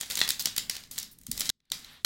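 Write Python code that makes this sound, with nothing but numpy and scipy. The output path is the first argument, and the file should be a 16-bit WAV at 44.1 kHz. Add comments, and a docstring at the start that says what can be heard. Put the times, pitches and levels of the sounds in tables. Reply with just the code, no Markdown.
"""Two hands pull open the foil-plastic wrapper of a card pack, close to a mono microphone in a small room.
From the start the film snaps in short bursts of noise, over a crinkle of random ticks and three short rips;
low modes ring as the fingers bump the pack, most strongly late in the pull. Near 1.5 s the sound drops out
abruptly for 0.2 s. Then the opened wrapper snaps again and rustles as filtered noise, two thin sine tones
squeak, and a last crack rings. The room adds a noise tail and an echo; coloured noise rumbles below."""
import sys
import numpy as np
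from scipy import signal
from scipy.fft import rfft, irfft
from scipy.io import wavfile
from scipy.ndimage import uniform_filter1d

SR = 44100
rng = np.random.default_rng(int(sys.argv[2]) if len(sys.argv) > 2 else 0)


def generate_wav(signal):
    """Clip the signal to [-1, 1] and save it as 16-bit WAV at the path in sys.argv[1]."""
    frames = np.transpose(np.atleast_2d(signal))
    scaled = np.clip(frames, -1, 1) * 32767
    pcm = np.round(scaled).astype(np.int16)
    wavfile.write(sys.argv[1], SR, pcm)


N = 90537
TIME = np.arange(N) / SR


def amp(db):
    """Decibels to gain."""
    return 10 ** (np.asarray(db) / 20)


def unit(x):
    """Scale to rms 1."""
    return x / np.sqrt(np.mean(x ** 2) + 1e-30)


def gain_over_time(points):
    """Gain over time, interpolated in dB from (s, dB) points."""
    seconds, db = np.array(points).T
    return amp(np.interp(TIME, seconds, db))


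def at_hz(points, hz):
    """Read (Hz, value) points on a log-frequency axis."""
    point_hz, values = np.array(points).T
    return np.interp(np.log(np.maximum(hz, 1)), np.log(point_hz), values)


def colour(x, points):
    """Filter by (Hz, dB) points."""
    size = 2 * len(x)
    gain = amp(at_hz(points, np.fft.rfftfreq(size, 1 / SR)))
    return irfft(rfft(x, size) * gain)[:len(x)]


def above(f, edge_hz, order=14):
    """Gain of a steep high-pass."""
    ratio = (f / edge_hz) ** order
    return np.sqrt(ratio / (1 + ratio))


def decay(t, t60):
    """Exponential decay by 60 dB in t60 seconds."""
    return np.exp(-np.log(1000) * t / t60)


LOW_EDGE_HZ, BODY_EDGE_HZ, TREBLE_EDGE_HZ = 1910, 3720, 7360  # splits into low push, body, ring, edge
SNAP_TRIM_DB, BODY_TRIM_DB, EDGE_TRIM_DB = -27, 0.5, 0.5  # added to the levels in the table of snaps
LOW_DB = -5.5  # low push of a snap, added to its tabled body level
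SNAP_RISE_S, SNAP_FALL_S, EDGE_LEAD_S = 0.0011, 0.0022, 0.0007  # the edge cracks first, then the sheet rings
SNAP_ROUGHNESS = 0.61  # unevenness of the fractures within a snap
RING_WIDTH_HZ, RING_DB = 1300, 6
# Colour of the film, heard close up. Each row: frequency in Hz, gain in dB.
FILM_COLOUR = [(40, -8), (280, -9), (600, -8.5), (950, -9.5), (1400, -6.5), (1950, -3), (2500, -4.5),
               (3600, 1), (6000, -0.5), (10000, -0.5), (16000, -2)]
# Snaps of the film. Each row: time in seconds, ring level in dB before the trim, ring pitch in Hz,
# body against ring in dB before its trim, treble edge against ring in dB before its trim.
FILM_SNAPS = [(0.0121,-30.5,7200,-6,4), (0.0325,-42,5900,3,-11), (0.1017,-38.5,5600,1.5,7),
              (0.111,-30.5,4300,-7.5,-5), (0.1555,-26,6600,-15.5,-2), (0.1735,-34.5,5030,2.5,8),
              (0.178,-26.5,4060,-12,-9), (0.1919,-29.5,3850,-5.5,4.5), (0.2048,-25.5,4250,-17,-6),
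              (0.215,-19,3520,-7.5,-14), (0.2374,-27.5,3800,-20,-26), (0.278,-32.5,5200,-1.5,1),
              (0.2911,-22,4500,-19,0.5), (0.3,-33,4430,-8,-1), (0.3054,-22.5,4600,-9,3),
              (0.3188,-50,6150,-9,15), (.396,-29,4800,-12,-6), (0.4237,-41.5,6000,-19,12),
              (0.458,-19,5400,-11.5,-0.5), (.472,-35.5,4800,2,0), (0.565,-31,4400,-6.5,5),
              (0.58,-32.5,4770,0,10), (0.582,-22.5,4140,-9.5,1), (0.698,-23,5140,-8.5,0),
              (0.7542,-37.5,4400,-10,-9), (0.767,-36,4130,-6,0), (0.838,-44,5100,-8.5,-7),
              (0.9137,-41,6500,-9.5,6), (0.981,-31,4200,-6.5,0.5), (0.9867,-27,6700,-22.5,0),
              (0.9994,-51,6200,-18,18), (1.0301,-34.5,5100,-21,0), (1.1878,-58.5,6400,-10,13),
              (1.215,-62,5730,-3,13.5), (1.236,-59.5,6500,-8.5,8.5), (1.2676,-42.5,6000,-8,10),
              (1.316,-29.5,5500,-14,7.5), (1.3781,-33,5600,-9,4), (1.3975,-39.5,6500,-6,15),
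              (1.408,-26,5430,-8,5), (1.417,-28,5230,-7,-7.5), (1.457,-33.5,5540,-20.5,-5),
              (1.4932,-20,4000,-15.5,-15), (1.4997,-21.5,4150,-8,-3.5), (1.604,-70,3430,-4.5,-10.5),
              (1.655,-74,3670,-9,-4.5), (1.702,-47,4460,-14.5,-10), (1.7194,-23.5,3570,-10,-3),
              (1.8466,-41,4050,-16,-7.5), (2.0487,-19.5,3700,-8.5,-4)]


def snaps(ringing):
    """Each buckle is a run of tiny fractures, a few milliseconds long, that rings one facet of the film."""
    size = 1024
    t = (np.arange(size) - size // 4) / SR
    f = np.fft.rfftfreq(size, 1 / SR)
    film = amp(at_hz(FILM_COLOUR, f))
    above_low, above_body, edge_band = (above(f, hz) for hz in (LOW_EDGE_HZ, BODY_EDGE_HZ, TREBLE_EDGE_HZ))
    low_band = np.sqrt(1 - above_low ** 2)
    body_band = above_low * np.sqrt(1 - above_body ** 2)
    ring_band = above_body * np.sqrt(1 - edge_band ** 2)

    def part(fractures, band, u):
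        """One band of a snap, swelling and fading around u = 0."""
        burst = np.exp(-(u / np.where(u < 0, SNAP_RISE_S, SNAP_FALL_S)) ** 2)
        return unit(irfft(rfft(fractures * burst) * film * band))

    out = np.zeros(N + 2 * size)
    for when, db, ring_hz, body_db, edge_db in FILM_SNAPS:
        noise, unevenness = rng.standard_normal((2, size))
        fractures = noise * np.exp(SNAP_ROUGHNESS * unevenness)
        resonance = 1 + ringing / (1 + 2j * (f - ring_hz) / RING_WIDTH_HZ)
        snap = part(fractures, ring_band * resonance, t)
        snap += amp(body_db + BODY_TRIM_DB) * part(fractures, body_band, t)
        snap += amp(body_db + LOW_DB) * part(fractures, low_band, t)
        snap += amp(edge_db + EDGE_TRIM_DB) * part(fractures, edge_band, t + EDGE_LEAD_S)
        start = int(np.clip(when * SR, 0, N))
        # the level sets the energy of the ring, as if spread over one second
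        out[start:start + size] += amp(db + SNAP_TRIM_DB) * np.sqrt(SR / size) * snap
    return out[size // 4:size // 4 + N]


RIP_FRACTURES_PER_S, RIP_RING_HZ, RIP_FLANK_DB = 12000, 4370, -18.5
# Short rips, where the seam parts fibre by fibre. Each row: start in seconds, length in seconds,
# level at the start in dB, top treble against the ring in dB.
SEAM_RIPS = [(0.3947, 0.023, -28.5, -6.5), (0.914, 0.041, -43.5, -1.5), (1.113, 0.028, -49.5, 20.5)]


def rips():
    """A dense run of tiny fractures starts at once and fades out as the rip stops."""
    out = np.zeros(N)
    for start, length, db, treble_db in SEAM_RIPS:
        fractures = (rng.random(N) < RIP_FRACTURES_PER_S / SR) * rng.standard_normal(N)
        shape = [(RIP_RING_HZ / 2, RIP_FLANK_DB), (RIP_RING_HZ, 0),
                 (2 * RIP_RING_HZ, treble_db - 3), (12000, treble_db)]
        along = np.clip((TIME - start) / length, 0, 1)
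        fade = (TIME > start) * np.sqrt(1 - along ** 2)
        out += amp(db) * fade * unit(colour(fractures, shape))
    return out


SEAM_T60_S = 0.02
# Modes of the stiff seam. Each row: frequency in Hz, level in dB against the crack.
SEAM_RING_MODES = [(1954, -4), (2756, -8.5), (3450, -0.5), (4151, -3.5)]
# Hard cracks of the seam. Each row: time in seconds, level in dB.
SEAM_CRACK_TIMES = [(0.2152, -15), (2.0475, -19)]


def seam_cracks():
    """A hard crack rings the doubled film of the seam as decaying sines."""
    out = np.zeros(N)
    for when, db in SEAM_CRACK_TIMES:
        t = np.maximum(TIME - when, 0)
        modes = sum(amp(mode_db) * np.sin(2 * np.pi * hz * t) for hz, mode_db in SEAM_RING_MODES)
        out += amp(db) * modes * decay(t, SEAM_T60_S)
    return out


CRINKLE_PER_S, CRINKLE_SPREAD_DB, GRAIN_DECAY_S = 2500, 5, 0.0014
CRINKLE_FIZZ_DB = -5  # treble change from TREBLE_EDGE_HZ to the octave above
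# Fine crinkle between the snaps. Each row: time in seconds, level in dB.
CRINKLE_LEVEL = [(0, -43), (.03, -43), (.09, -52), (.11, -35.5), (.15, -42.5), (.24, -39), (.37, -77),
                 (.45, -44), (.54, -64), (.68, -78), (.74, -45), (.9, -70.5), (.975, -43), (1.03, -52),
                 (1.18, -82), (1.26, -70.5), (1.33, -57.5), (1.37, -42.5), (1.41, -45), (1.47, -39.5),
                 (1.52, -59), (1.7, -82), (1.735, -45.5), (1.82, -56.5), (2.02, -73)]


def crinkle():
    """Countless small creases tick at random, each a short decaying grain of noise."""
    creases = rng.random(N) < CRINKLE_PER_S / SR
    strength = amp(CRINKLE_SPREAD_DB * np.minimum(rng.exponential(size=N), 4))
    envelope = signal.lfilter([1], [1, -np.exp(-1 / (GRAIN_DECAY_S * SR))], creases * strength)
    grains = envelope * rng.standard_normal(N)
    fizz = [(TREBLE_EDGE_HZ, 0), (2 * TREBLE_EDGE_HZ, CRINKLE_FIZZ_DB)]
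    return unit(colour(colour(grains, FILM_COLOUR), fizz)) * gain_over_time(CRINKLE_LEVEL)


BUMP_RISE_S = 0.0055
# Modes of the pack. Each row: frequency in Hz, level in dB against the bump, t60 in seconds.
PACK_MODES = [(144, -0.92, 0.083), (224.8, 1, 0.087)]
# Soft bumps of the pack. Each row: time in seconds, level in dB.
PACK_BUMPS = [(0.458, -46), (0.953, -47), (1.286, -32), (1.317, -39.5), (1.489, -41)]


def bumps():
    """Soft knocks of the fingers ring two low modes of the pack."""
    out = np.zeros(N)
    for when, db in PACK_BUMPS:
        t = np.maximum(TIME - when, 0)
        rise = 1 - np.exp(-t / BUMP_RISE_S)
        for hz, mode_db, t60 in PACK_MODES:
            out += amp(db + mode_db) * rise * decay(t, t60) * np.sin(2 * np.pi * hz * t)
    return out


# Colour of the sliding wrapper. Each row: frequency in Hz, gain in dB.
RUSTLE_COLOUR = [(300, -18), (1800, -3), (2600, -6), (3800, 1), (6500, -19), (15000, -25.5)]
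# Wrapper sliding over the cards. Each row: start in seconds, length in seconds, level at the peak in dB.
WRAPPER_SLIDES = [(1.586, 0.37, -78), (1.784, 0.251, -54)]


def slide():
    """A soft rustle of filtered noise swells and fades each time the wrapper shifts."""
    swell = np.zeros(N)
    for start, length, db in WRAPPER_SLIDES:
        swell += amp(db) * np.sin(np.pi * np.clip((TIME - start) / length, 0, 1))
    return swell * unit(colour(rng.standard_normal(N), RUSTLE_COLOUR))


SQUEAK_TOP_S, SQUEAK_SAG_PER_S2, SQUEAK_WAVER = 1.929, 40, 0.004  # waver: rms share of the pitch
# Tones of the sliding foil. Each row: pitch at the top in Hz, level in dB before the unsteady grip,
# length in seconds.
FOIL_TONES = [(13000, -66, .125), (10780, -69, .075)]


def squeak():
    """Two thin, unsteady tones rise and fall in pitch and level with the speed of the sliding foil."""
    t, out = TIME - SQUEAK_TOP_S, np.zeros(N)
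    for hz, db, length in FOIL_TONES:
        # noise smoothed over 64 samples wavers the pitch, over 400 the level
        waver, grip = (unit(uniform_filter1d(rng.standard_normal(N), size=size)) for size in (64, 400))
        speed = 1 - SQUEAK_SAG_PER_S2 * t ** 2 + SQUEAK_WAVER * waver
        swell = np.cos(np.pi * np.clip(t / length, -0.5, 0.5)) * np.abs(1 + grip / 2)
        out += amp(db) * swell * np.sin(2 * np.pi * hz * np.cumsum(speed) / SR)
    return out


TAIL_DB, TAIL_DELAY_S, TAIL_BUILD_S = -3.5, 0.00043, 0.0018  # tail level before the colour of the room
# Decay of the small room. Each row: frequency in Hz, t60 in seconds.
ROOM_DECAY = [(200, 0.52), (3700, 0.3149), (9700, 0.25), (16000, 0.34)]
# Colour of the room. Each row: frequency in Hz, gain in dB.
ROOM_TONE = [(100, -1), (230, 0.5), (350, -7), (1200, -0.5), (1900, 0), (5000, -1), (15000, -9)]
# Early echoes. Each row: delay in seconds, level in dB before the colour of the room.
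EARLY_ECHOES = [(0.0135, -13)]


def room(x):
    """A diffuse noise tail decays at its own rate in each band; a near surface adds one echo."""
    t = TIME[:SR // 2]
    noise = rfft(rng.standard_normal(len(t)))
    f = np.fft.rfftfreq(len(t), 1 / SR)
    band_hz = np.array(ROOM_DECAY)[:, 0]
    tail = np.zeros(len(t))
    for (_, t60), share in zip(ROOM_DECAY, np.eye(len(ROOM_DECAY))):
        band = at_hz(np.c_[band_hz, share], f)  # crossfades into the neighbouring bands
        tail += irfft(noise * band, len(t)) * decay(t, t60)
    tail *= np.clip((t - TAIL_DELAY_S) / TAIL_BUILD_S, 0, 1)
    response = amp(TAIL_DB) * tail / np.linalg.norm(tail)
    for lag, db in EARLY_ECHOES:
        response[int(lag * SR)] += amp(db)
    return signal.fftconvolve(x, colour(response, ROOM_TONE))[:N]


# Colour of the low rumble. Each row: frequency in Hz, gain in dB.
RUMBLE_TONE = [(20, -1), (40, 1.5), (80, -4.5), (240, -3), (320, -13), (700, -28.5), (2000, -35),
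               (16000, -42.5)]


def rumble():
    """Low coloured noise of hands and room, at rms 1."""
    return unit(colour(rng.standard_normal(N), RUMBLE_TONE))


DROP_START_S, DROP_END_S, DROP_DB, DROP_FADE_S = 1.5025, 1.712, -44.5, 0.0023
FLOOR_DB = -83.5  # steady rumble that stays through the dropout
# Rumble of the handling. Each row: time in seconds, level in dB.
RUMBLE_LEVEL = [(0, -63), (.5, -57), (1.26, -62.5), (1.33, -48), (1.49, -54.5), (1.72, -57.5),
                (1.92, -62.5), (2.02, -68.5)]


def scene(count=3):
    """Direct snaps, slide, squeak and floor stay; all else drops out once. Both channels are alike."""
    # each side of the crumpled sheet radiates its own pattern toward a different wall
    walls = sum(room(snaps(0)) for _ in range(count)) / np.sqrt(count)
    tearing = crinkle() + rips() + seam_cracks()
    handling = bumps() + gain_over_time(RUMBLE_LEVEL) * rumble()
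    around = walls + tearing + room(tearing) + handling
    inside_drop = np.minimum(TIME - DROP_START_S, DROP_END_S - TIME)
    dropped = np.clip(inside_drop / DROP_FADE_S, 0, 1)
    steady = slide() + squeak() + amp(FLOOR_DB) * rumble()
    mono = snaps(amp(RING_DB)) + around * amp(DROP_DB * dropped) + steady
    return np.array([mono, mono])


def record(dry):
    """The recorder cuts the top above 15.9 kHz with a steep low-pass."""
    low_pass = signal.ellip(10, 0.2, 70, 15900, fs=SR, output="sos")
    return signal.sosfilt(low_pass, dry)


dry = scene()
out = record(dry)
generate_wav(out)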